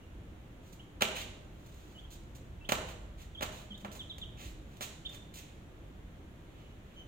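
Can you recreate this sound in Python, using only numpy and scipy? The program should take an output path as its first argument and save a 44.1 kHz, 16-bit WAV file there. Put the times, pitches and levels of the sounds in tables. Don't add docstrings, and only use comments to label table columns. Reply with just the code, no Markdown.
import sys
import numpy as np
from scipy import signal
from scipy.fft import rfft, irfft, next_fast_len
from scipy.io import wavfile
from scipy.ndimage import uniform_filter1d

SR = 44100
rng = np.random.default_rng(int(sys.argv[2]) if len(sys.argv) > 2 else 0)


def boost_factor(decibels):
    exponent = np.asarray(decibels, float) / 20
    return 10 ** exponent


def int16_out(signal):
    q = np.round(np.clip(np.atleast_2d(signal).T, -1, 1) * 32767)
    wavfile.write(sys.argv[1], SR, q.astype(np.int16))


N = 312095
T = np.arange(N) / SR

# frequency in Hz, level in dB per Hz.
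HOUSE_LOW = [(12, -47), (20, -32), (38, 3.5), (112, -3.5), (229, -9.5), (266, -11.5), (309, -8.5),
             (455, -18), (512, -15.5), (700, -21.5), (910, -59), (1540, -120)]
# frequency in Hz, level in dB per Hz.
HOUSE_HIGH = [(410, -29), (700, -5.5), (1000, -8.5), (1500, -10), (2500, -13.5), (3300, -14.5), (4000, -20),
              (5000, -28.5), (6800, -23), (8500, -30), (11000, -31.5), (15000, -29.5), (16000, -34)]
# middle in seconds, half length in seconds, rumble swell in dB.
TRAFFIC = [
    (0.203, 0.18, 5.5),
    (1.243, 0.26, 3.5),
    (2.446, 0.61, 6.5),
    (3.204, 0.52, 6.5),
    (4.397, 0.29, 11),
    (6.146, 0.38, 4),
]
RUMBLE_DB, DRONE_DB, AIR_DB = -56.5, -55, -63

# start in seconds, length in seconds, start pitch in Hz, end pitch in Hz, level in dB.
NEAR_PEEPS = [(.794, 0.0167, 2790, 3350, -57), (1.95, 0.031, 3020, 2926, -60.5),
              (1.978, .022, 2980, 3580, -56.5), (2.035, .025, 3000, 3500, -62),
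              (2.61, 0.025, 2680, 2670, -59.5), (2.646, 0.014, 2720, 3750, -54),
              (3.348, 0.014, 3500, 2950, -51.5), (3.372, 0.03, 3110, 3670, -51),
              (3.704, 0.031, 3360, 2950, -51), (3.74, .0183, 3300, 3840, -53),
              (3.992, .030, 3780, 2930, -47), (4.096, .027, 3950, 3050, -46.5),
              (4.214, .027, 3800, 2880, -46), (5.05, .012, 2990, 3570, -46.5),
              (5.059, 0.012, 3590, 3574, -39), (5.067, 0.0056, 3440, 2840, -46)]
# start in seconds, length in seconds, start pitch in Hz, end pitch in Hz, level in dB.
FAR_PEEPS = [
    (.01, .06, 2800, 2910, -73),
    (6.57, .17, 2970, 2930, -75),
    (6.96, .065, 3080, 3080, -58.5),
]

# start in seconds, length in seconds, level in dB, thud in dB, hiss in dB.
SLIDES = [(.62, .11, -76.5, -22, 3.5), (.725, 0.017, -65.5, -19.5, 4.5), (1.5, 0.57, -71.5, -19, -2.5),
          (1.66, .011, -73.5, -19.5, 7), (2.86, 0.07, -56, -7, -5.5), (3.17, 0.089, -62.5, -12, -4),
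          (3.79, 0.039, -70.5, -7, 2), (4.37, 0.076, -55.5, -11, -8.5), (4.66, 0.18, -70, -17, -7),
          (5.115, .055, -60, -4, -0.5), (6.45, 0.33, -66.5, -37, -18), (6.85, .22, -67, -31.5, -19)]
# start in seconds, length in seconds, level in dB, thud in dB, hiss in dB.
SCUFFS = [(1.154, .08, -42, -16, -9.5), (2.103, 0.073, -61.5, -39, 0), (2.35, 0.029, -65, -22, 3),
          (3.52, 0.13, -57.5, -26, -6), (3.915, 0.032, -59.5, -16, 2), (3.95, .029, -59.5, -1, 2.5),
          (4.41, .115, -58, -12, -3.5), (4.815, .039, -45.5, -11, -1), (5.092, 0.022, -66.5, 2, 3),
          (5.338, 0.084, -58.5, -18, 1.5), (5.35, 0.2, -61, -19, -16)]
# start in seconds, length in seconds, level in dB, thud in dB, hiss in dB.
HEELS = [
    (1.007, 0.018, -39, 5, -5),
    (2.689, .012, -30.5, -4.5, -9),
    (2.720, 0.0056, -26, 3, -4),
    (3.4065, .009, -42, 4, -9),
    (3.845, 0.02, -47.5, 5.5, -12),
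    (4.807, .013, -43.5, 1, -2),
]
# start in seconds, length in seconds, level in dB, thud in dB, hiss in dB.
SLAPS = [
    (1.0185, .007, -19, -5, -10),
    (2.707, 0.0098, -56, -7, 13),
    (3.417, 0.027, -37.5, 0.5, -4.5),
    (3.776, 0.0075, -68.5, -16, 9),
    (4.181, .008, -52.5, -3, 0),
    (4.299, .008, -70, -6, -3),
    (4.768, 0.0059, -58, -11, 0),
]
SLIDE_RISE, SCUFF_RISE, HEEL_RISE, SLAP_RISE = 0.44, 0.026, 0.13, 0.408
# frequency in Hz, level in dB per Hz.
SOLE = [(30, -24), (70, -9.5), (140, -3), (330, -7.5), (615, -3), (1200, -7), (2500, -8.5), (4000, -7.5),
        (5000, -17.5), (6900, -7.5), (8500, -15.5), (11000, -26.5), (14800, -35), (16000, -45)]
# frequency in Hz, width in Hz, boost in dB.
SQUEAK = [
    (1900, 220, 2.5),
    (2500, 380, 2),
]
# frequency in Hz, width in Hz, boost in dB.
SOLE_RING = [(456, 230, 1.5), (611, 19, 9), (824, 17, 0.5), (1034, 106, 1.5), (1320, 120, 0),
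             (1756, 85, 1.5), (2340, 82, 3.5), (2950, 290, 4.5)]

# start in seconds, level in dB.
THUMPS = [
    (3.702, -40),
    (3.832, -38),
]
THUMP_HZ, THUMP_T60_S, THUMP_RISE_S = 202, .26, .009

# frequency in Hz, time to fall 60 dB in seconds.
RING = [(125, 1), (500, 1), (2000, 0.66), (7000, 0.69), (15000, 0.22)]
# frequency in Hz, likeness (1 is identical).
ALIKE = [(60, 0.98), (130, 0.94), (290, 0.85), (640, 0.33), (1410, -0.12), (3100, 0.02), (6820, 0.02),
         (15000, 0)]
# frequency in Hz, left minus right in dB.
PORTS = [(60, -7), (300, 3.5), (1000, -6), (2400, -2), (4400, -4), (8000, -2), (12000, -19.5), (15000, -51)]
WET_DB, FIRST_ECHO_S, LEFT_LAG_S = 2.5, 0.0018, .00045
NEAR_WALLS_DB, NEAR_WALLS_T60_S = -3, 0.049
FLUTTER_S, FLUTTER_LOSS_DB = .032, -5

TOP_HZ, OFFSET = 15800, -.0004


def on_log(table, hz):
    f, v = np.transpose(table)
    return np.interp(np.log(hz + 1), np.log(f + 1), v)


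def colour(x, gain):
    size = next_fast_len(x.shape[-1])
    hz = np.arange(size // 2 + 1) * SR / size
    return irfft(rfft(x, size) * gain(hz), size)[..., :x.shape[-1]]


def unit(x):
    return x / np.sqrt(np.mean(x ** 2))


def step_up(hz, edge_hz):
    return 1 / (1 + (edge_hz / (hz + 1)) ** 6)


def walk(rate):
    hold = int(SR / rate)
    levels = np.repeat(rng.standard_normal(N // hold + 1), hold)
    return unit(uniform_filter1d(levels, hold)[:N])


def causal(gain, size=4096):
    hz = np.arange(size // 2 + 1) * SR / size
    cepstrum = irfft(np.log(gain(hz) + 1e-6))
    cepstrum[1:size // 2] *= 2
    cepstrum[size // 2 + 1:] = 0
    return irfft(np.exp(rfft(cepstrum)))


def diffuse(count):
    def likeness(hz):
        return np.clip(on_log(ALIKE, hz), -.9, .99)

    mid, side = rng.standard_normal((2, count))
    mid = colour(mid, lambda hz: np.sqrt((1 + likeness(hz)) / 2))
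    side = colour(side, lambda hz: np.sqrt((1 - likeness(hz)) / 2))
    return np.array([mid + side, mid - side])


def house():
    low = colour(diffuse(N), lambda hz: boost_factor(on_log(HOUSE_LOW, hz)) * (1 - step_up(hz, edge_hz=1140)))
    deep = colour(low, lambda hz: 1 - step_up(hz, edge_hz=99.0))
    air = colour(diffuse(N), lambda hz: boost_factor(on_log(HOUSE_HIGH, hz)) * step_up(hz, edge_hz=380.0))
    swell_db = sum(db * np.exp(-((T - s) / half) ** 2) for s, half, db in TRAFFIC)
    rumble = unit(deep) * boost_factor(RUMBLE_DB + swell_db)
    drone = unit(low - deep) * boost_factor(DRONE_DB + .7 * walk(6))
    hiss = unit(air) * boost_factor(AIR_DB + 0.048 * walk(3.07))
    return (rumble + drone + hiss) * boost_factor(np.array([[-.4], [.4]]))


def chick(calls, overtone_db, waver):
    out = np.zeros(N)
    wobble = 1 + waver * walk(197)
    for s, length, start_hz, end_hz, db in calls:
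        u = np.arange(int(length * SR)) / (length * SR)
        at = int(s * SR)
        pitch_hz = (start_hz + (end_hz - start_hz) * u) * wobble[at:at + len(u)]
        phase = 2 * np.pi * np.cumsum(pitch_hz) / SR
        whistle = np.sin(phase) + boost_factor(overtone_db) * np.sin(2 * phase)
        out[at:at + len(u)] += boost_factor(db) * np.sin(np.pi * u) ** 0.39 * whistle
    return out


def soles(contacts, rise, grit_db, grit_rate, squareness):
    grit = unit(rng.standard_normal(N) * boost_factor(grit_db * walk(grit_rate)))
    out = np.zeros(N + SR)
    for s, length, db, thud_db, hiss_db in contacts:
        at, count = int(s * SR), int(length * SR)
        peak = np.clip(rise, .02, .98)
        press = np.interp(np.arange(count) / count, [0, peak, 1], [0, 1, 0]) ** squareness
        push = press * grit[at:at + count]
        for _ in range(4):
            even = np.exp(1j * np.angle(rfft(push, 2 * count)))
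            push = irfft(even)[:count] * np.sqrt(press)
        push = unit(push) * np.sqrt(np.mean(press ** 2))

        def sole_gain(hz):
            thud = thud_db * (1 - step_up(hz, edge_hz=1910))
            hiss = hiss_db * step_up(hz, edge_hz=3820)
            return boost_factor(db + 15.5 + on_log(SOLE, hz) + thud + hiss)

        sound = signal.fftconvolve(push, causal(sole_gain))
        out[at:at + len(sound)] += sound
    return out[:N]


def rung(x, modes, trim_db):
    def body_gain(hz):
        boost_db = sum(db / (1 + (2 * (hz - f) / width) ** 2) for f, width, db in modes)
        return boost_factor(boost_db + trim_db)

    return signal.fftconvolve(x, causal(body_gain))[:N]


def sole_scuffs():
    slides = soles(SLIDES, SLIDE_RISE, grit_db=2.5, grit_rate=190, squareness=0.23)
    skids = soles(SCUFFS, SCUFF_RISE, grit_db=2.5, grit_rate=190, squareness=0.23)
    return rung(slides + skids, SQUEAK, trim_db=-1.0)


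def sole_slaps():
    heels = soles(HEELS, HEEL_RISE, grit_db=2.5, grit_rate=900, squareness=0.46)
    flats = soles(SLAPS, SLAP_RISE, grit_db=2.5, grit_rate=900, squareness=0.46)
    return rung(heels + flats, SOLE_RING, trim_db=-3.5)


def thumps():
    out = np.zeros(N)
    for s, db in THUMPS:
        t = np.clip(T - s, 0, None)
        build = 1 - np.exp(-t / THUMP_RISE_S)
        out += boost_factor(db - 60 * t / THUMP_T60_S) * build * np.sin(2 * np.pi * THUMP_HZ * t)
    return out


def fade(t, t60):
    return boost_factor(-60 * t / t60) / np.sqrt(t60 * SR / np.log(1e6))


def corridor(x, noise, direct_db, flutter_db):
    t = T[:SR]
    ring = 0
    for hz in 60 * 2. ** np.arange(9):
        band = colour(noise, lambda f: np.clip(1 - np.abs(np.log2((f + 1) / hz)), 0, 1))
        ring = ring + band * fade(t, on_log(RING, hz)) * boost_factor(WET_DB)
    near_walls = noise * fade(t, NEAR_WALLS_T60_S) * boost_factor(NEAR_WALLS_DB)
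    ring = (ring + near_walls) * np.clip(t / FIRST_ECHO_S - 1, 0, 1)
    ring[0, int(LEFT_LAG_S * SR)] += boost_factor(direct_db)
    ring[1, 0] += boost_factor(direct_db)
    trips = np.arange(1, 8)
    ring[:, (trips * FLUTTER_S * SR).astype(int)] += boost_factor(direct_db + flutter_db + FLUTTER_LOSS_DB * trips)
    heard = signal.fftconvolve(x[None], ring, axes=1)[:, :N]
    return colour(heard, lambda hz: boost_factor(np.outer([.5, -.5], on_log(PORTS, hz))))


def scene():
    far_bird = chick(FAR_PEEPS, overtone_db=-17, waver=.014)
    near_bird = chick(NEAR_PEEPS, overtone_db=-34, waver=.003)
    echoes = diffuse(SR)
    bird = corridor(near_bird, boost_factor(-2) * echoes, direct_db=6, flutter_db=-11)
    slaps_and_far_bird = corridor(sole_slaps() + far_bird, echoes, direct_db=5.0, flutter_db=-11)
    scuffs = corridor(sole_scuffs(), echoes, direct_db=4.0, flutter_db=-10.5)
    return bird + slaps_and_far_bird + scuffs + thumps() + house()


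def band_limit(x):
    return signal.sosfilt(signal.butter(12, 16480, fs=SR, output="sos"), x)


def record(dry):
    top_cut = signal.ellip(8, .2, 70, TOP_HZ, fs=SR, output="sos")
    mix = signal.sosfilt(top_cut, dry) + OFFSET
    return band_limit(mix)


dry = scene()
out = record(dry)
int16_out(out)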